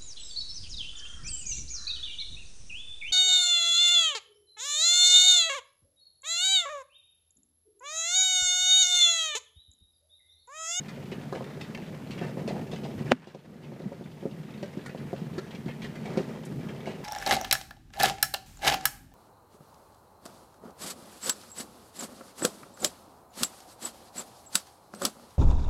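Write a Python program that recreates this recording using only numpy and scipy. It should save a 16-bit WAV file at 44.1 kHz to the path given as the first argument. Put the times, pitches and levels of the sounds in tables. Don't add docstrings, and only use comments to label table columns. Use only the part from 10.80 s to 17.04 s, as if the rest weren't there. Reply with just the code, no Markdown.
import sys
import numpy as np
from scipy import signal
from scipy.fft import rfft, irfft
from scipy.io import wavfile

SR = 44100
rng = np.random.default_rng(int(sys.argv[2]) if len(sys.argv) > 2 else 0)


def digitize_waveform(pressure):
    field = np.atleast_2d(pressure).T
    bounded = np.clip(field, -1, 1)
    quanta = np.round(bounded * 32767).astype(np.int16)
    wavfile.write(sys.argv[1], SR, quanta)


N = 275184
TIME = np.arange(N) / SR
CUTOFF_HZ = 15400

# (time [s], load re usual [dB])
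LOAD = [(0, -4.5), (.55, 0), (1.25, -2), (1.45, 5.5), (1.94, 3), (2.3, 4.5), (2.48, -9.5), (2.68, -1.5),
        (3.03, 2), (3.22, -3.5), (3.9, -2), (5.17, -2.6), (5.36, 11), (5.62, -0.5), (6.24, 2)]
# (time [s], level [dB])
CLATTER_LEVEL = [(0, -52.5), (1.4, -53.5), (2.1, -59), (2.42, -42.5), (2.68, -55), (3.55, -54.5),
                 (4.2, -52.5), (6.24, -54.5)]
# (time [s], clack before trim [dB], splinter before trim [dB], collapse length [s], clack pitch [Hz])
CRUNCH_EVENTS = [(0.084, -50, -58.5, 0.024, 1900), (0.316, -47, -61, .028, 2300),
                 (0.525, -46, -62, 0.0077, 1278), (0.551, -50, -62.5, 0.014, 2330),
                 (0.642, -55, -63, 0.01, 2030), (0.81, -45.5, -56, 0.011, 2870),
                 (0.948, -44, -58.5, 0.0066, 2410), (1.308, -48, -58, 0.03, 3000),
                 (1.378, -47, -64, .03, 2470), (1.413, -49, -66, 0.082, 2040),
                 (1.677, -47.5, -53.5, 0.027, 2210), (1.914, -50, -58.5, 0.035, 2700),
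                 (1.96, -51, -63, 0.0062, 2340), (2.042, -53, -60.5, 0.034, 2670),
                 (2.47, -51, -59, 0.057, 3800), (2.546, -56, -60.5, .011, 2750),
                 (2.835, -52.5, -66, 0.042, 2590), (3.738, -54, -72, 0.0097, 2920),
                 (3.828, -49, -57, 0.014, 2160), (4.06, -45.5, -58.5, 0.013, 1810),
                 (4.094, -50, -68, 0.018, 2200), (4.581, -44, -53.5, 0.014, 1700),
                 (4.708, -52, -68, 0.014, 2600), (4.749, -52, -62.5, 0.011, 2660),
                 (4.883, -47.5, -72, 0.033, 2350), (5.019, -47, -57, 0.045, 2610),
                 (5.045, -46, -61, .022, 2350), (5.154, -51, -65, 0.03, 2300),
                 (5.256, -49, -61, 0.009, 2300), (5.373, -45, -52.5, 0.012, 2105),
                 (5.887, -48.5, -69, 0.013, 2300), (6.005, -54.5, -74, .008, 2600),
                 (6.058, -47.5, -60.5, 0.082, 2280)]
# (time [s], level [dB], contact brightness [Hz])
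THUD_EVENTS = [(0.176, -43.5, 447), (0.32, -34, 300), (0.526, -35, 990), (0.608, -38.5, 750),
               (1.413, -34, 437), (1.571, -36, 447), (1.678, -35.5, 495), (2.472, -35, 520),
               (2.548, -33, 540), (2.92, -39, 600), (3.001, -36, 420), (3.056, -26, 170), (3.119, -35, 510),
               (3.21, -37.5, 380), (3.427, -36, 405), (3.454, -25, 312), (3.829, -32, 430),
               (3.97, -32, 216), (4.148, -37.5, 560), (4.33, -29, 437), (4.416, -33.5, 188),
               (4.579, -30, 290), (4.86, -33, 216), (5.373, -23.5, 396), (5.398, -28, 284),
               (6.074, -35.5, 517)]
# (time [s], level [dB], length [s])
SCRAPE_EVENTS = [(0.548, -40, 0.047), (0.975, -45.5, 0.049), (1.411, -43, 0.057), (1.575, -41, .055),
                 (1.68, -35.5, 0.058), (1.743, -41, .09), (1.928, -39, 0.028), (2.033, -39, 0.044),
                 (4.878, -41, .03), (5.25, -42, .045), (6.06, -40.5, .075)]
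# (time [s], level [dB])
FLAKE_EVENTS = [(1.677, -62), (4.062, -56), (5.651, -54)]

# (frequency [Hz], gain [dB], t60 [s])
BODY_MODES = [(154, -11, 0.073), (212, -2, 0.095), (281, -5, 0.13), (380, 4.5, 0.054), (441, -6, 0.12),
              (539, 1.5, 0.08), (664, -2, 0.036), (733, -0.5, 0.039), (930, 3.5, 0.019)]
# (frequency [Hz], gain [dB], t60 [s])
KNOCK_MODES = [(252, -8.5, 0.088), (405, -32.5, 0.17), (654, -43, 0.037)]

# (frequency [Hz], relative gain [dB])
RUMBLE_SPECTRUM = [(30, -37), (70, -17), (88, -19.5), (99, -9.5), (110, -13.5), (130, -1.5), (160, 1.5),
                   (190, -3), (218, 1), (260, -6.5), (320, -10.5), (450, -18), (900, -54.5)]
# (frequency [Hz], relative gain [dB])
GRIND_SPECTRUM = [(200, -26.5), (320, -14.5), (372, 2.5), (430, -1.5), (530, -3), (700, -8.5), (920, -15.5),
                  (1060, -27.5), (1230, -16), (2000, -50), (5000, -32.5), (15000, -56)]
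# (frequency [Hz], relative gain [dB])
CLATTER_SPECTRUM = [(900, 4.5), (1230, 0.5), (1900, 4), (2800, -1.5), (4000, -7), (6000, -12),
                    (9000, -15.5), (15000, -55)]
# (frequency [Hz], relative gain [dB])
CLACK_SPECTRUM = [(900, 4.5), (1300, -2.5), (3400, -8.5), (10000, -22)]
# (frequency [Hz], relative gain [dB])
SPLINTER_SPECTRUM = [(1500, -34), (3200, 8.5), (4300, 7), (7500, -5), (15000, -23)]
# (frequency [Hz], relative gain [dB])
CRACK_SPECTRUM = [(40, -31), (130, -13), (220, 11.5), (620, 8.5), (920, 1), (1080, -4.5), (1300, 0.5),
                  (2000, -3.5), (4000, -15.5), (7000, -28.5), (15000, -55)]
# (frequency [Hz], relative gain [dB])
HISS_SPECTRUM = [(500, -9), (3000, 12.5), (6000, 5.5), (15000, 0.5)]

RUMBLE_DB, RUMBLE_DB_PER_LOAD_DB = -39.5, 0.55
GRIND_DB, GRIND_DB_PER_LOAD_DB = -48, 0.75
CLATTER_DB_PER_LOAD_DB = 0.56
CLIMB_LOAD_DB, CLIMB_S = -2, 0.031
CLACK_TRIM_DB, SPLINTER_TRIM_DB = 2.5, 6.0
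SNAP_SHARE, TRICKLE_S = 0.32, 0.04
SMALL_PER_S, SMALL_CLACK_DB, SMALL_SPLINTER_DB, SMALL_LENGTH_S = 11, -58.5, -72, 0.007
REBOUND_S, REBOUND_SHARE = 0.00542, 0.38
BODY_SPREAD_OCTAVES = 0.05
SLAB_LOW_HZ, SLAB_HIGH_HZ, SCRAPE_GRIT_SHARE = 302, 940, 0.23
KNOCK_S, KNOCK_DB, PRE_SWELL_DB = 2.3193, 0.5, -14.5
ENGINE_DB, FIRING_HZ, HISS_DB = -48.5, 48.74, -62


def from_db(db):
    return 10 ** (np.asarray(db) / 20)


def rms_one(x):
    return x / np.sqrt(np.mean(x ** 2) + 1e-20)


def onset_one(x):
    return x / np.sqrt(np.mean(x[:SR // 50] ** 2) + 1e-20)


def add(track, start_s, sound):
    start = max(0, round(start_s * SR))
    track[start:start + len(sound)] += sound[:N - start]


def drift(corner_hz):
    step = 40
    r = np.exp(-2 * np.pi * corner_hz * step / SR)
    noise = rng.standard_normal(N // step + 2002)
    slow = signal.lfilter([1], [1, -2 * r, r * r], noise)[2000:]
    return np.interp(np.arange(N) / step, np.arange(len(slow)), rms_one(slow))


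def colour(x, spectrum, size=4096):
    hz, db = np.transpose(spectrum)
    grid_hz = np.maximum(np.fft.rfftfreq(size, 1 / SR), 1)
    gain_db = np.interp(np.log(grid_hz), np.log(hz), db)
    cepstrum = irfft(np.log(from_db(gain_db)))
    cepstrum[1:size // 2] *= 2
    cepstrum[size // 2 + 1:] = 0
    impulse = irfft(np.exp(rfft(cepstrum)))
    return signal.fftconvolve(x, impulse)[:len(x)]


def band(x, order, low_hz, high_hz):
    sos = signal.butter(order, [low_hz, high_hz], "band", fs=SR, output="sos")
    return signal.sosfilt(sos, x)


def ring(clicks, hz, t60_s):
    r = from_db(-60 / (t60_s * SR))
    w = 2 * np.pi * min(hz, CUTOFF_HZ) / SR
    return signal.lfilter([0, np.sin(w)], [1, -2 * r * np.cos(w), r * r], clicks + 1e-18)


def grains(per_s, spread_db, size):
    strength = from_db(spread_db * np.minimum(rng.exponential(1, size), 4))
    hits = rng.random(size) < per_s / SR
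    return hits * strength * rng.choice([-1, 1], size)


def stones(clicks, low_hz, high_hz, cycles, ring_share, count):
    dealt = rng.integers(0, count, len(clicks))
    places = (np.arange(count) + rng.random(count)) / count
    pitches_hz = low_hz * (high_hz / low_hz) ** places
    rings = sum(ring(clicks * (dealt == k), hz, cycles / hz) * hz for k, hz in enumerate(pitches_hz))
    share = np.clip(ring_share, 0, 1)
    return np.sqrt(share) * rms_one(rings) + np.sqrt(1 - share) * rms_one(clicks)


def rolling():
    load_db = np.interp(TIME, *np.transpose(LOAD)) + climb_load_db()
    jolt_db = drift(28)

    bumps = rms_one(grains(90, 1.0, N)) + 1.17 * rms_one(grains(2000, 0.7, N))
    rumble_db = RUMBLE_DB + RUMBLE_DB_PER_LOAD_DB * load_db + 0.5 * jolt_db + 2.1 * drift(7.7)
    rumble = rms_one(colour(bumps, RUMBLE_SPECTRUM)) * from_db(rumble_db)

    grind_db = GRIND_DB + GRIND_DB_PER_LOAD_DB * load_db + jolt_db
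    grind = rms_one(colour(grains(1100, 2.9, N), GRIND_SPECTRUM)) * from_db(grind_db)

    clatter_db = np.interp(TIME, *np.transpose(CLATTER_LEVEL))
    clatter_db = clatter_db + CLATTER_DB_PER_LOAD_DB * load_db + 1.7 * jolt_db
    clatter = fine_clatter(per_s=210, clump_db=2.5, cycles=19.6) * from_db(clatter_db)
    return rumble + grind + clatter


def climb_load_db():
    dips = (np.exp(-((TIME - s + CLIMB_S) / CLIMB_S) ** 2) for s, _, _ in SCRAPE_EVENTS)
    return CLIMB_LOAD_DB * sum(dips)


def fine_clatter(per_s, clump_db, cycles, count=14):
    rings = np.zeros(N)
    for hz in np.geomspace(900, 7000, count):
        clumps = from_db(clump_db * np.minimum(drift(16.0), 2))
        rubs = grains(per_s, 0.85, N) * clumps
        rings += ring(rubs, hz, cycles / hz) * np.sqrt(hz)
    ticks = grains(1400, 2.7, N)
    return rms_one(colour(rms_one(rings) + 1.2 * rms_one(ticks), CLATTER_SPECTRUM))


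def crunches(rows, size=8000):
    out, t = np.zeros(N), TIME[:size]
    for start_s, clack_db, splinter_db, length_s, hz in rows:
        burst = grains(2600, 1.7, size) * np.exp(-(t / length_s) ** 2)
        trickle = grains(550, 1.54, size) * np.exp(-t / TRICKLE_S)
        contacts = burst + trickle
        contacts[0] = SNAP_SHARE * np.linalg.norm(contacts)
        clack = stones(contacts, hz / 1.4, hz * 1.4, cycles=82, ring_share=0.85, count=6)
        clack = onset_one(colour(clack, CLACK_SPECTRUM))
        splinter = stones(contacts, 3600, 9460, cycles=104, ring_share=0.33, count=8)
        splinter = onset_one(colour(splinter, SPLINTER_SPECTRUM))
        add(out, start_s, from_db(clack_db + CLACK_TRIM_DB) * clack)
        add(out, start_s, from_db(splinter_db + SPLINTER_TRIM_DB) * splinter)
    return out


def small_crunches():
    return [((k + rng.random()) / SMALL_PER_S, SMALL_CLACK_DB, SMALL_SPLINTER_DB,
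             SMALL_LENGTH_S, rng.uniform(1365, 3665))
            for k in range(int(SMALL_PER_S * N / SR))]


def thuds(size=9000):
    out, t = np.zeros(N), TIME[:size]
    for start_s, level_db, contact_hz in THUD_EVENTS:
        push = 0.09 * grains(560, 1, size) * np.exp(-t / 0.013)
        push[0] = 1
        push[int(REBOUND_S * rng.uniform(0.9, 1.1) * SR)] += REBOUND_SHARE
        push = band(push, 3, 130, max(1.5 * contact_hz, 240))
        shares = from_db(rng.normal(0, 2, len(BODY_MODES)))
        detune = 2 ** (BODY_SPREAD_OCTAVES * rng.standard_normal(len(BODY_MODES)))
        body = np.zeros(size)
        for k, (hz, db, t60_s) in enumerate(BODY_MODES):
            weight = hz / (hz + contact_hz)
            body += shares[k] * from_db(db) * weight * ring(push, hz * detune[k], t60_s)
        grit = colour(grains(1500, 1, size) * np.exp(-t / 0.026), GRIND_SPECTRUM)
        thud = onset_one(body) + contact_hz / 1500 * onset_one(grit)
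        add(out, start_s, from_db(level_db) * thud)
    return out


def scrapes(size=9000):
    out, t = np.zeros(N), TIME[:size]
    for start_s, level_db, length_s in SCRAPE_EVENTS:
        slips = grains(1300, 2.7, size)
        slab = stones(slips, SLAB_LOW_HZ, SLAB_HIGH_HZ, cycles=6.4, ring_share=0.33, count=7)
        slab = band(slab, 2, SLAB_LOW_HZ, SLAB_HIGH_HZ)
        grit = colour(slips, CLATTER_SPECTRUM)
        rub = rms_one(slab) + SCRAPE_GRIT_SHARE * rms_one(grit)
        add(out, start_s, from_db(level_db) * rub * np.exp(-(t / length_s) ** 4))
    return out


def flakes(size=4000):
    out, t = np.zeros(N), TIME[:size]
    for start_s, level_db in FLAKE_EVENTS:
        cracks = grains(3000, 1, size) * np.exp(-(t / 0.02) ** 2)
        add(out, start_s, from_db(level_db) * onset_one(band(cracks, 2, 5000, 10500)))
    return out


def knock(size=9000):
    out, t = np.zeros(N), TIME[:size]
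    blow = signal.unit_impulse(size)
    chatter = grains(3400, 1, size) * np.exp(-t / 0.0062)
    crack_peak = np.abs(colour(blow, CRACK_SPECTRUM)).max()
    crack = colour(blow + 0.12 * chatter, CRACK_SPECTRUM) / crack_peak
    modes = sum(from_db(db) * ring(blow, hz, t60_s) for hz, db, t60_s in KNOCK_MODES)
    add(out, KNOCK_S, -from_db(KNOCK_DB) * (crack + modes))

    grit = grains(6400, 0.65, size)
    grit_ring = ring(grit, 3000, 0.055)
    pre_swell = rms_one(colour(grit, GRIND_SPECTRUM)) + 0.55 * rms_one(grit_ring)
    ahead_s = t[-1] - t
    rise = np.exp(-ahead_s / 0.0038) * np.tanh(ahead_s / 0.00072)
    add(out, KNOCK_S - size / SR, from_db(PRE_SWELL_DB) * pre_swell * rise)
    return signal.sosfilt(signal.butter(2, 120, "high", fs=SR, output="sos"), out)


def engine():
    rate_hz = FIRING_HZ * (1 + 0.013 * drift(2.037))
    phase = 2 * np.pi * np.cumsum(rate_hz) / SR
    drone = np.zeros(N)
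    for multiple, db in [(2, -11), (3, 0), (4, -9)]:
        drone += from_db(db + 4.6 * drift(22.0)) * np.sin(multiple * phase)
    return from_db(ENGINE_DB) * rms_one(drone)


def hiss():
    return from_db(HISS_DB) * rms_one(colour(rng.standard_normal(N), HISS_SPECTRUM))


def scene():
    stone_events = crunches(CRUNCH_EVENTS + small_crunches()) + thuds() + scrapes() + flakes()
    mono = rolling() + stone_events + knock() + engine() + hiss()
    return mono[None]


def gain_control(x, attack_s=0.022, release_s=0.71):
    over_db = np.clip(20 * np.log10(np.abs(x).max(axis=0) + 1e-9) + 7, 0, None)
    wanted_db = np.minimum(3 * over_db, 13.8)
    fade = np.exp(-TIME / release_s)
    held_db = np.maximum.accumulate(wanted_db / fade) * fade
    r = np.exp(-1 / (attack_s * SR))
    reduction_db = signal.lfilter([1 - r], [1, -r], held_db)
    return x * from_db(-reduction_db)


def record(dry):
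    clipped = np.clip(gain_control(dry), -1, 1)
    low_pass = signal.ellip(12, 0.1, 80, CUTOFF_HZ, fs=SR, output="sos")
    return signal.sosfilt(low_pass, clipped)


dry = scene()
out = record(dry)
digitize_waveform(out)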